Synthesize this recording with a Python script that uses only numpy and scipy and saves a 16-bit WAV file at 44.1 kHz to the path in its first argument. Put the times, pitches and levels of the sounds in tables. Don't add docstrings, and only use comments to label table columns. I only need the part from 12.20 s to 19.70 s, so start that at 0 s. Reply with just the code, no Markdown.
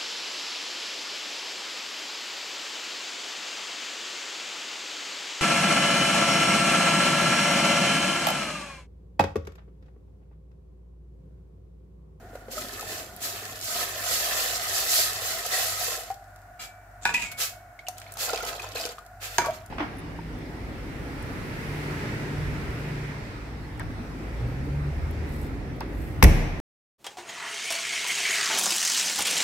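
import sys
import numpy as np
from scipy import signal
from scipy.fft import rfft, irfft
from scipy.io import wavfile

SR = 44100
rng = np.random.default_rng(int(sys.argv[2]) if len(sys.argv) > 2 else 0)


def to_wav(sig):
    pcm = np.clip(np.atleast_2d(sig), -1, 1) * 32767
    pcm = np.round(pcm).astype(np.int16)
    wavfile.write(sys.argv[1], SR, pcm.T)


N = 330750
TIME = np.arange(N) / SR
HZ = np.fft.rfftfreq(8192, 1 / SR)

# time in seconds, strength in dB (FULL_DB is full flow).
POUR_STREAM = [(0.0, -68), (0.02, -66), (0.27, -65), (0.36, -53), (0.37, -45), (0.47, -49), (0.81, -45.5),
               (0.88, -56.5), (0.98, -57.5), (1.05, -45), (1.44, -50.5), (1.49, -45.5), (1.58, -35),
               (1.74, -44), (1.92, -36), (2.73, -39), (2.82, -33.5), (2.91, -42), (3.29, -40), (3.34, -34),
               (3.54, -42.5), (3.73, -38.5), (3.92, -57)]
# time in seconds, strength in dB (FULL_DB is full flow).
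LADLE_STREAM = [(5.77, -53), (5.786, -55.5), (5.948, -55), (6.034, -39.5), (6.45, -43.5), (6.545, -49),
                (6.562, -45), (6.662, -42.5), (6.73, -51), (6.76, -79)]
# start in seconds, flow in dB (FULL_DB is full flow).
PLUNGES = [(4.87, -46.5), (7.205, -41)]
FULL_DB = -38
PLUNGE_RISE_S = 0.038

# resonance in Hz, width in Hz, lift in dB.
AIR_OPEN = [(490, 56, 6.8), (690, 120, 10.8), (850, 77, 9.1), (1294, 140, 7.9), (2000, 66, 4.7)]
# resonance in Hz, width in Hz, lift in dB.
BURNER_AIR = [(633, 62, 16.3), (712, 78, 23), (1447, 105, 10.8)]
# frequency in Hz, relative level in dB per Hz.
SPRAY_COLOUR = [(1500, -12), (3000, -7), (4400, -0.5), (6000, -2.5), (7700, -0.5), (8400, -7), (9300, -8.5),
                (10400, -4.5), (13000, -3.5), (15400, -10)]
# pitch in Hz, relative level in dB, ring time t60 in seconds.
BOWL_MODES = [(966, -6.5, 0.084), (1717, -9, 0.07), (1965, -1.5, 0.07), (2060, -7, .05), (2220, -5, .06),
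              (2400, 2, 0.07), (2510, 5.5, 0.09), (2590, -3, .06), (2710, -2, 0.06), (3876, -17, .04),
              (5023, -14, .05), (7500, -6, 0.017)]


def amp(db):
    return 10 ** (np.asarray(db) / 20)


def unit(x):
    return x / np.sqrt(np.mean(x ** 2) + 1e-20)


def read(points, hz):
    f, value = np.transpose(points)
    return np.interp(np.log(hz + 1), np.log(f + 1), value)


def add(mix, s, sound):
    part = mix[:, max(round(s * SR), 0):][:, :sound.shape[1]]
    part += sound[:, :part.shape[1]]


def convolve(x, response):
    return signal.oaconvolve(np.atleast_2d(x), np.atleast_2d(response), axes=1)[:, :x.shape[-1]]


def colour(x, db):
    mirrored_db = np.r_[db, db[-2:0:-1]]
    log_gain = np.log(amp(np.maximum(mirrored_db, -100)))
    response = np.fft.ifft(np.exp(np.conj(signal.hilbert(log_gain)))).real
    return convolve(x, response[:len(HZ)])


def resonance_db(resonances):
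    lift = 0
    for hz, width, db in resonances:
        lift = lift + (amp(db) ** 2 - 1) / (1 + (2 * (HZ - hz) / width) ** 2) ** 1.93
    return 10 * np.log10(1 + lift.clip(-.9))


def band_db(lo_hz, hi_hz, order=2):
    low_side = 1 + (lo_hz / (HZ + 1)) ** (2 * order)
    high_side = 1 + (HZ / hi_hz) ** (2 * order)
    return -10 * np.log10(low_side * high_side)


def pair(x):
    # frequency in Hz, likeness of the two microphones from 0 to 1.
    likeness = [(60, .99), (300, .97), (700, .93), (1300, .55), (2400, .05), (5000, 0), (15000, 0)]
    size = x.shape[1]
    same = np.clip(read(likeness, np.fft.rfftfreq(size, 1 / SR)), -1, 1)
    mid, side = rfft(x) * np.sqrt([(1 + same) / 2, (1 - same) / 2])
    return irfft(np.array([mid + side, mid - side]), size)


def pair_noise(size):
    return pair(rng.standard_normal((2, size)))


def flow(points, fade_db=350):
    s, db = np.transpose(points)
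    outside = np.maximum(TIME - s[-1], 0) + 4 * np.maximum(s[0] - TIME, 0)
    return amp(np.interp(TIME, s, db) - FULL_DB - fade_db * outside)


def surge(s, rise_s, fade_db_per_s):
    t = np.maximum(TIME - s, 0)
    return np.minimum(t / rise_s, 1) * amp(-fade_db_per_s * t)


def unsteady(per_s, depth_db):
    steps = rng.standard_normal(2000)
    return amp(depth_db * np.interp(TIME * per_s, np.arange(len(steps)), steps))


def flickering(x, per_s, depth_db):
    spectrum, hz = rfft(x), np.fft.rfftfreq(N, 1 / SR)
    centres = np.geomspace(2000, 14000, 6)
    out = 0
    for share in np.eye(len(centres)):
        part = irfft(spectrum * np.interp(hz, centres, share), N)
        out = out + part * unsteady(per_s, depth_db)
    return out


def bubble(t, hz, t60, rise):
    t = np.maximum(t, 0)
    tone = np.sin(2 * np.pi * hz * t * (1 + rise * t / (2 * t60)))
    return tone * amp(-60 * t / t60) * (1 - np.exp(-2 * t * hz))


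def swarm(per_s, lo_hz, hi_hz, cycles, spread_db, rise, count):
    out, gap_s = np.zeros((2, N + SR)), .00025
    for hz in np.geomspace(lo_hz, hi_hz, count):
        bubbles = max(int(per_s * N / SR / count), 1)
        place, size, detune, life, angle = rng.random((bubbles, 5)).T[:, :, None]
        steps = np.arange(min(int(cycles / hz * SR), SR))
        gain = amp(spread_db * np.minimum(-np.log(1 - size), 3.5)) * hz / lo_hz
        at = ((place * N).astype(int) + steps).ravel()
        for channel, side in enumerate((1, -1)):
            t = steps / SR - side * gap_s * (angle - .8)
            rings = gain * bubble(t, hz * (0.9396 + 0.127 * detune), cycles / hz * (.5 + life), rise)
            out[channel] += np.bincount(at, rings.ravel(), N + SR)
    return out[:, :N]


def crackle(per_s, spread_db, hiss_db):
    at, size, delay = rng.random((3, 200000))[:, :int(per_s * N / SR)]
    gain = amp(spread_db * np.minimum(-np.log(1 - size), 5)) * (-1) ** np.arange(len(at))
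    clicks = []
    for side in (1, -1):
        sample = (at * N + side * 14 * (delay - .7)).astype(int) % N
        clicks.append(np.bincount(sample, gain, N))
    return unit(np.array(clicks)) + amp(hiss_db) * rng.standard_normal((2, N))


def burst(t60, lo_hz, hi_hz, order=2):
    t = np.arange(4096) / SR
    puff = colour(pair_noise(len(t)) * amp(-60 * t / t60), band_db(lo_hz, hi_hz, order))
    return puff / np.sqrt(np.sum(puff ** 2) / (t60 * SR)) / 5


def ring(modes):
    t, out = np.arange(SR * 3 // 4) / SR, 0
    for k, (hz, db, t60) in enumerate(modes):
        skew = min(hz / 4500, .8) * np.array([[1], [-1]])
        out = out + (-1) ** k * amp(db - 60 * t / t60) * np.sin(2 * np.pi * hz * t + skew)
    return out


def resonate(x, hz, t60):
    turn = np.exp(2j * np.pi * np.cumsum(hz) / SR)
    return (turn * signal.lfilter([1], [1, -amp(-60 / (t60 * SR))], x / turn)).real


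def liquid(gurgle, patter, spray, gains, air, climb=0, early_share=1):
    # frequency in Hz, difference in dB.
    lean_points = [(200, 4), (700, 0), (1290, -5), (2400, -0.5), (4400, -3), (8100, -2), (14000, 3)]
    filled = np.minimum(TIME / POUR_STREAM[-1][0], 1) ** 2
    early = resonance_db([(hz * (1 - climb / 2), width, db) for hz, width, db in air])
    late = resonance_db([(hz * (1 + climb), width, db) for hz, width, db in air])
    early = early_share * early + (1 - early_share) * early.max() / 2

    def hollow(x, db):
        return colour(x * (1 - filled), early + db) + colour(x * filled, late + db)

    layers = (hollow(gurgle, band_db(385, 1380)),
              hollow(patter, 0),
              colour(spray, read(SPRAY_COLOUR, HZ) + band_db(1700, 25000)))
    wet = sum(gain * unit(x) for gain, x in zip(gains, layers))
    lean = read(lean_points, HZ) / 2
    return np.vstack([colour(wet[0], lean), colour(wet[1], -lean)])


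def pour():
    # resonance in Hz, width in Hz, lift in dB.
    air_covered = [(485, 80, 5), (638, 62, 14.5), (705, 80, 15.3), (1265, 130, 10.5), (1815, 105, 11.8),
                   (1950, 170, 7.5)]
    # relative level in dB at full flow, dB per dB of flow.
    pour_law = [(-40.5, 0.76), (-36, 1.0), (-31, 1.14)]
    gurgle = swarm(per_s=750, lo_hz=330, hi_hz=1070, cycles=8, spread_db=1.2, rise=0.13, count=20)
    patter = swarm(per_s=1600, lo_hz=1077, hi_hz=3500, cycles=14, spread_db=2.4, rise=0.22, count=24)
    fine = swarm(per_s=2400, lo_hz=3320, hi_hz=14000, cycles=120, spread_db=0.5, rise=0.043, count=30)
    spray = unit(crackle(per_s=4900, spread_db=3.5, hiss_db=6.0)) + amp(-11.0) * unit(fine)
    spray = flickering(spray, per_s=90, depth_db=2.1)
    stream = flow(POUR_STREAM) * unsteady(per_s=50, depth_db=1.04)
    gains = [amp(db) * stream ** power for db, power in pour_law]
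    return liquid(gurgle, patter, spray, gains, air_covered, climb=.03, early_share=0.68)


def glugs(follow=0.19, trickle_db=-25):
    pockets = unit(swarm(per_s=180, lo_hz=149, hi_hz=500, cycles=8.7, spread_db=1.0, rise=0.12, count=12))
    pour_db = -44.5 - 6.5 * TIME
    ladle_db = -55.5
    gain = 0
    for stream, db in ((flow(POUR_STREAM), pour_db), (flow(LADLE_STREAM) ** 2, ladle_db)):
        gain = gain + amp(db) * np.minimum(stream / amp(trickle_db), 1) * stream ** follow
    return pockets * gain


def spatter():
    ticks = unit(colour(crackle(per_s=110, spread_db=3.5, hiss_db=-30), read(SPRAY_COLOUR, HZ)))
    return amp(-45.5) * ticks * np.minimum(flow(POUR_STREAM) / amp(-12), 1) ** 2


def foam(life_s=0.27):
    keep = np.exp(-1 / (life_s * SR))
    amount = signal.lfilter([1 - keep], [1, -keep], flow(POUR_STREAM) + flow(LADLE_STREAM))
    bursting = unit(colour(crackle(per_s=550, spread_db=10.0, hiss_db=-4), read(SPRAY_COLOUR, HZ)))
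    return amp(-53) * amount * bursting


def hiss_swells(steepness=4, gurgle_db=-9):
    # start in seconds, time to the crest in seconds, relative hiss in dB, relative splash in dB.
    swell_rows = [(.125, 0.036, -58, -62), (0.293, 0.036, -37, -48.5), (.33, 0.066, -39, -56),
                  (.64, 0.08, -38, -45), (.985, 0.065, -30.5, -42.5), (1.405, 0.031, -35, -64),
                  (1.41, 0.093, -32, -47), (1.8, 0.13, -29, -48), (2.07, 0.13, -31.5, -43.5),
                  (2.48, 0.094, -26.5, -43), (2.625, 0.13, -20.5, -57), (2.99, 0.091, -31, -40.5),
                  (3.28, 0.15, -28.5, -40), (3.55, 0.093, -30.5, -44), (4.378, 0.048, -42, -46),
                  (5.108, .012, -38.5, -41), (5.159, 0.06, -26, -33.5), (1.12, 0.038, -43, -45),
                  (5.96, 0.063, -27.5, -37.5), (6.255, 0.03, -34, -36), (6.535, 0.058, -37.5, -46),
                  (6.988, 0.057, -36, -38.5), (7.07, 0.08, -42.5, -45.5), (7.32, 0.03, -47.5, -57)]
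    gurgle = swarm(per_s=980, lo_hz=400, hi_hz=980, cycles=4.5, spread_db=1.5, rise=.1, count=12)
    patter = colour(crackle(per_s=5700, spread_db=-5.5, hiss_db=3.5), band_db(1330, 3320, order=4))
    spray = flickering(crackle(per_s=7000, spread_db=4.0, hiss_db=2.5), per_s=110, depth_db=1.45)
    hiss = splash = 0
    for s, crest_s, hiss_db, splash_db in swell_rows:
        age = np.maximum(TIME - s, 0) / crest_s
        swell = (age * np.exp(1 - age)) ** steepness
        hiss = hiss + amp(hiss_db) * swell
        splash = splash + amp(splash_db) * swell
    return liquid(gurgle, patter, spray, [amp(gurgle_db) * splash, splash, hiss], AIR_OPEN)


def plunge_rush(fade_db_per_s):
    return sum(amp(db - FULL_DB) * surge(s, PLUNGE_RISE_S, fade_db_per_s) for s, db in PLUNGES)


def ladling():
    # relative level in dB at full flow, dB per dB of flow.
    ladling_law = [(-38, 1.25), (-41.5, 0.7), (-38.5, 1.06)]
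    gurgle = swarm(per_s=900, lo_hz=400, hi_hz=1100, cycles=7.5, spread_db=1.8, rise=0.18, count=20)
    patter = swarm(per_s=1500, lo_hz=1000, hi_hz=3500, cycles=10, spread_db=3.0, rise=0.15, count=24)
    fine = swarm(per_s=1300, lo_hz=2300, hi_hz=7000, cycles=40, spread_db=5.0, rise=0.05, count=20)
    spray = unit(crackle(per_s=700, spread_db=3.5, hiss_db=-11)) + amp(-4.0) * unit(fine)
    rush = plunge_rush(fade_db_per_s=89)
    shove = amp(-38) * rush * unit(colour(pair_noise(N), band_db(80, 170)))
    stream = (flow(LADLE_STREAM) + rush) * unsteady(per_s=70, depth_db=3.5)
    gains = [amp(db) * stream ** power for db, power in ladling_law]
    return liquid(gurgle, patter, spray, gains, AIR_OPEN) + shove


def churn():
    bubbles = swarm(per_s=1000, lo_hz=340, hi_hz=1870, cycles=11.0, spread_db=4.0, rise=.15, count=18)
    return amp(-43) * unit(bubbles) * plunge_rush(fade_db_per_s=99)


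def knocks():
    # pitch in Hz, t60 in seconds, relative dB struck on the wall, and on the bottom.
    pot_modes = [(135, 0.47, -31, -24.5), (356, 0.13, -23, -11), (700, 0.049, -14, -2.5),
                 (843, 0.035, -3.5, -2.5), (950, 0.16, -9.5, -3.5), (1135, 0.19, -22, -16.5),
                 (1344, 0.065, -26, -16), (1468.5, 0.13, -4, -12), (1616, 0.02, 3.5, 2.5),
                 (1774, 0.029, -3, -14), (2150, 0.068, -20, -12), (2324, 0.28, -20.5, -16.5),
                 (2300, 0.13, -15, -14), (2500, 0.086, -5, -33), (3590, 0.03, -9, -24),
                 (4050, .03, -11, -22), (4920, 0.036, -14, -9), (6460, 0.013, -24, 2)]
    # time in seconds, then relative dB on the wall, on the bottom, of the bowl's ring, of the
    # crack and of the thud, low edge of the thud in Hz.
    blows = [(4.853, -15, -60, -31, -16.5, -13, 700), (4.8582, -38, -60, -50, -24, -25, 700),
             (4.8907, -23, -60, -54, -45, -49, 700), (4.942, -50, -60, -28, -18, -50, 700),
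             (4.977, -61, -60, -30.5, -48, -55, 700), (7.1828, -48, -14.5, -55, -13, -7.5, 250),
             (7.1852, -60, -47, -55, -20, -15.5, 400), (7.219, -48.5, -34, -52, -32, -16, 251),
             (7.249, -41, -34, -54, -31, -34, 320), (7.269, -50, -46, -56, -34, -43, 320)]
    out = np.zeros((2, N))
    wall = ring([(hz, wall_db, t60) for hz, t60, wall_db, _ in pot_modes])
    bottom = ring([(hz, bottom_db, t60) for hz, t60, _, bottom_db in pot_modes])
    bowl = ring(BOWL_MODES)
    for s, wall_db, bottom_db, bowl_db, crack_db, thud_db, thud_hz in blows:
        add(out, s, amp(wall_db) * wall + amp(bottom_db) * bottom + amp(bowl_db) * bowl)
        add(out, s, amp(crack_db) * burst(0.013, 4200, 5200))
        add(out, s, amp(thud_db) * burst(0.0083, thud_hz, 2330, order=3))
        add(out, s, amp(thud_db - 23.5) * burst(0.61, thud_hz / 2, 1700))
    return out * amp([[-.9], [.7]])


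def scrape(slips_per_s=1100, slip_s=0.0024):
    # start, rise and length in seconds, relative bowl ring and rasp in dB.
    strokes = [(4.393, .004, 0.02, -71, -48.5), (4.411, .006, 0.032, -62, -49),
               (4.811, 0.03, .05, -79, -41), (4.846, .005, 0.062, -38, -44),
               (4.936, .005, 0.075, -31.5, -41), (5.013, 0.0065, 0.031, -38, -41),
               (5.048, .01, 0.056, -52, -49)]
    # frequency in Hz, relative level in dB per Hz.
    rasp_colour = [(100, 4), (260, 3.5), (420, -7), (800, -4), (1500, -1), (2500, -6), (3300, -2),
                   (5500, -4.5), (7600, 6), (8800, -13), (12000, -14), (15000, -23)]
    ease_db_per_s, release_db_per_s = 63, 350
    fill_start_s, fill_s, empty_pitch, sag_per_s = 4.97, 0.075, 1.01, 0.41
    slips = (rng.random(N) < slips_per_s / SR) * rng.uniform(0.35, 1, N)
    puffs = signal.lfilter([1], [1, -np.exp(-1 / (slip_s * SR))], slips)
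    drive = unit(puffs * pair_noise(N))
    press = rasp = 0
    for s, rise_s, length, ring_db, rasp_db in strokes:
        release = amp(-release_db_per_s * np.maximum(TIME - s - length, 0))
        stroke = surge(s, rise_s, ease_db_per_s) * release
        press = press + amp(ring_db) * stroke
        rasp = rasp + amp(rasp_db) * stroke
    near = (TIME > strokes[0][0]) & (TIME < strokes[-1][0] + 1)
    push = (drive * press)[:, near]
    pitch = empty_pitch - sag_per_s * np.clip(TIME[near] - fill_start_s, 0, fill_s)
    power = sum(amp(db) ** 2 * t60 for _, db, t60 in BOWL_MODES) * SR / (4 * np.log(1000))
    out = unit(colour(drive, read(rasp_colour, HZ))) * rasp
    for hz, db, t60 in BOWL_MODES:
        pull = unsteady(per_s=45, depth_db=.13)[near]
        out[:, near] += amp(db) * resonate(push, hz * pitch * pull, t60) / np.sqrt(power)
    return out


def lifted(twin_db=-15, twin_pitch=1.004):
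    # pitch in Hz, relative level in dB, t60 in seconds.
    free_modes = [(1281, -8, .2), (1730, -15, .25), (2313, -1, .65), (2378, -10, .3), (2805, -13, .25),
                  (3332, -16, .3), (3985, -11, .18), (4900, -8, .16), (7290, -12, .2), (7833, -14, .12)]
    # start in seconds, relative ring in dB, pitch factor (lower when full), ring time factor,
    # rub in dB, muting in dB per octave from the main mode.
    lift_events = [(4.393, -44.5, 1, 1.05, -44, -3), (5.05, -37.5, 0.958, 1.35, -62, -14)]
    rub_s, rub_fade_db_per_s, rub_t60_s = 0.049, 300, 0.041
    out, t = np.zeros((2, N)), np.arange(SR // 4) / SR
    main_hz = max(free_modes, key=lambda mode: mode[1])[0]
    for s, db, pitch, sustain, rub_db, mute_db in lift_events:
        modes = []
        for hz, mode_db, t60 in free_modes:
            muted_db = mode_db + mute_db * abs(np.log2(hz / main_hz))
            modes.append((hz * pitch, muted_db, t60 * sustain))
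        twins = [(hz * twin_pitch, mode_db, t60) for hz, mode_db, t60 in modes]
        add(out, s, amp(db) * (ring(modes) + amp(twin_db) * ring(twins)))
        damped = ring([(hz * pitch, 0, rub_t60_s) for hz, _, _ in free_modes])
        rub = unit(convolve(pair_noise(len(t)), damped))
        add(out, s, amp(rub_db - rub_fade_db_per_s * np.maximum(t - rub_s, 0)) * rub)
    return out


def drips(pip_cycles=59, pip_rise=0.042):
    # start in seconds, level in dB, pitch in Hz, t60 in seconds, pitch rise as a
    plops = [(.154, -27, 555, 0.028, 0.12), (0.283, -27.5, 480, 0.025, .2), (.333, -34, 526, 0.031, .1),
             (.446, -32, 570, 0.04, .1), (.37, -31, 602, 0.088, .1), (0.379, -28, 1270, 0.043, .1),
             (.593, -31, 1255, 0.047, .1), (.628, -27, 760, 0.029, 0.092),
             (2.785, -24.5, 644, 0.046, 0.092), (3.263, -27, 500, 0.025, .1),
             (3.337, -26, 1912, 0.17, 0.033), (3.612, -29, 690, 0.061, 0.11), (3.68, -32, 473, 0.081, .1),
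             (3.73, -38, 470, 0.1, .1), (3.778, -35, 472, 0.067, 0.074), (3.902, -24, 766, 0.1, 0.12),
             (5.591, -32.5, 2150, 0.028, 0.12), (5.668, -30.5, 2900, 0.015, .05),
             (5.684, -26, 724, 0.085, 0.032), (5.969, -30.5, 875, 0.027, .1), (6.054, -38, 643, 0.03, .1),
             (6.095, -26, 1365, 0.068, 0.11), (6.132, -20.5, 458, 0.049, 0.13),
             (6.134, -23, 844, 0.028, .1), (6.205, -28.5, 1385, .044, .1), (6.231, -27, 467, 0.054, 0.22),
             (6.329, -28.5, 660, 0.037, 0.093), (6.379, -30, 690, 0.04, .1),
             (6.442, -28.5, 1000, 0.041, 0.11), (6.464, -31.5, 800, .04, 0.092),
             (6.5695, -24.5, 2560, 0.025, .05), (6.6, -28.5, 676, 0.09, 0.12),
             (6.652, -25, 476, 0.067, 0.13), (6.691, -31, 480, 0.041, 0.14),
             (6.783, -30, 1150, 0.032, 0.32), (7.242, -27, 1135, 0.12, .02), (7.248, -26, 710, .03, .1),
             (7.262, -28.5, 1120, 0.11, 0.018), (7.256, -23, 860, 0.045, 0.23),
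             (7.267, -26, 555, 0.086, 0.23), (7.284, -22, 602, 0.091, 0.78), (7.294, -25, 670, 0.053, 0.26),
             (7.334, -36, 716, 0.046, .05)]
    # start in seconds, level in dB, pitch in Hz.
    pips = [(5.673, -31, 2670), (5.866, -37.5, 2250), (5.877, -44, 4200), (6.006, -33, 4670),
            (6.133, -33, 3950), (6.148, -27.5, 2650), (6.172, -29, 2430), (6.18, -38, 3520),
            (6.205, -39, 2200), (6.272, -31, 4700), (6.297, -42, 2860), (6.369, -39, 4160),
            (6.397, -28, 2500), (6.452, -36, 2550), (6.56, -24, 4200), (6.561, -31, 1700),
            (6.583, -29, 2500), (6.59, -27, 3900), (6.599, -25, 4850), (6.612, -21, 4840),
            (6.639, -28, 3020), (6.658, -32, 2470), (6.696, -32, 4580)]
    out, t = np.zeros((2, N)), np.arange(SR // 4) / SR
    for s, db, hz, t60, rise in plops:
        add(out, s, amp(db) * bubble(t - np.array([[0], [.00005]]), hz, t60, rise))
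        add(out, s, amp(db - 9.5) * burst(0.044, hz * 1.27, hz * 1.45))
    for s, db, hz in pips:
        add(out, s, amp(db) * bubble(t - np.array([[0], [.00003]]), hz, pip_cycles / hz, pip_rise))
    return out


def snaps(snap_s=0.0045, splash_s=0.033, splash_db=-9):
    # start in seconds, relative level in dB, centre in Hz.
    snap_rows = [(0.156, -37, 6500), (.421, -22, 2600), (0.595, -23, 6000), (0.964, -25, 12000),
                 (1.413, -20, 6000), (3.264, -14.5, 8500), (5.6849, -13.5, 7100), (5.777, -38, 8000),
                 (5.7822, -24.5, 7500), (5.8, -31, 9000), (5.817, -26, 2590), (5.922, -23, 11500),
                 (5.939, -25, 12000), (5.972, -22, 7000), (6.0955, -26, 3000), (6.133, -18, 3900),
                 (6.1598, -15, 4000), (6.176, -17, 2800), (6.251, -22, 8000), (6.2733, -23, 5300),
                 (6.331, -26, 5000), (6.3694, -33, 5500), (6.399, -36, 3000), (6.5202, -26, 4200),
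                 (6.5545, -25, 5500), (6.5635, -29, 7300), (6.6396, -24, 4000), (6.6535, -14.5, 4500),
                 (6.662, -19, 7000), (6.691, -24, 4740), (6.783, -38, 4040), (7.1832, -14, 11000),
                 (7.462, -33, 9000)]
    out = np.zeros((2, N))
    for s, db, hz in snap_rows:
        add(out, s, amp(db) * burst(snap_s, hz * 1.2, hz * 0.8))
        add(out, s, amp(db + splash_db) * burst(splash_s, hz * 0.66, hz * 1.2))
    return out


def simmer():
    bubbles = swarm(per_s=400, lo_hz=500, hi_hz=1480, cycles=7.4, spread_db=1.0, rise=0.092, count=10)
    return amp(-59.5) * unit(colour(bubbles, resonance_db(BURNER_AIR)))


def burner():
    # frequency in Hz, relative level in dB per Hz.
    roar_colour = [(20, -10), (38, -8), (60, -11), (115, 6), (160, -18.5), (250, -9), (500, -14.5),
                   (1000, -9), (1750, -5), (2200, -13.5), (3300, -27), (7500, -23), (9000, -26.5),
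                   (15000, -24)]
    # time in seconds, level in dB.
    rumble_level = [(0, -56.5), (1.2, -55), (2.4, -55), (3.2, -55.5), (4.6, -65), (5.1, -51), (5.6, -65.5),
                    (6.2, -56), (6.9, -63), (7.5, -53)]
    # pitch in Hz, level in dB before it wanders.
    hum_tones = [(49.3, -57.5), (98.3, -61), (100.02, -59)]
    roar = amp(-50.5) * unit(colour(pair_noise(N), read(roar_colour, HZ) + resonance_db(BURNER_AIR)))
    rumble = unit(colour(pair_noise(N), band_db(45, 100)))
    rumble = rumble * amp(np.interp(TIME, *np.transpose(rumble_level)))
    hum = 0
    for hz, db in hum_tones:
        tone = np.sqrt(2) * np.sin(2 * np.pi * hz * (TIME - .08))
        hum = hum + amp(db) * tone * unsteady(per_s=3.1, depth_db=3.9)
    return roar + rumble + hum


def echoes(t60, treble_t60, wet_db):
    t = np.arange(SR // 2) / SR
    tail = pair_noise(len(t))
    low = signal.sosfilt(signal.butter(2, 3000, fs=SR, output="sos"), tail)
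    tail = low * amp(-60 * t / t60) + (tail - low) * amp(-60 * t / treble_t60)
    tail = tail * (t > .0008)
    return (t == 0) + amp(wet_db) * tail / np.linalg.norm(tail[0])


def restless_echoes(x, t60, treble_t60, wet_db, count=5):
    pace = rng.uniform(6, 16, 30)
    turn = np.cumsum(np.interp(TIME, np.linspace(0, N / SR, 30), pace)) / SR
    out = x
    for k in range(count):
        distance = abs((turn - k + count / 2) % count - count / 2)
        sent = x * np.cos(np.pi / 2 * np.minimum(distance, 1))
        out = out + convolve(sent, echoes(t60, treble_t60, wet_db)) - sent
    return out


def scene():
    water = pour() + ladling() + churn() + glugs() + hiss_swells() + spatter() + foam()
    water = restless_echoes(water, t60=0.061, treble_t60=0.043, wet_db=-5.5)
    hits = restless_echoes(knocks() + scrape() + drips(), t60=0.067, treble_t60=0.11, wet_db=-4.5)
    kitchen = echoes(t60=0.42, treble_t60=0.33, wet_db=-10)
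    return convolve(amp(-1.5) * water + hits + snaps(), kitchen) + lifted() + simmer() + burner()


def record(dry):
    dry = signal.sosfilt(signal.butter(6, 38, "high", fs=SR, output="sos"), dry)
    treble_cut = signal.firwin(511, 15650, window=("kaiser", 9), fs=SR)
    return signal.oaconvolve(dry, treble_cut[None], "same")


dry = scene()
out = record(dry)
to_wav(out)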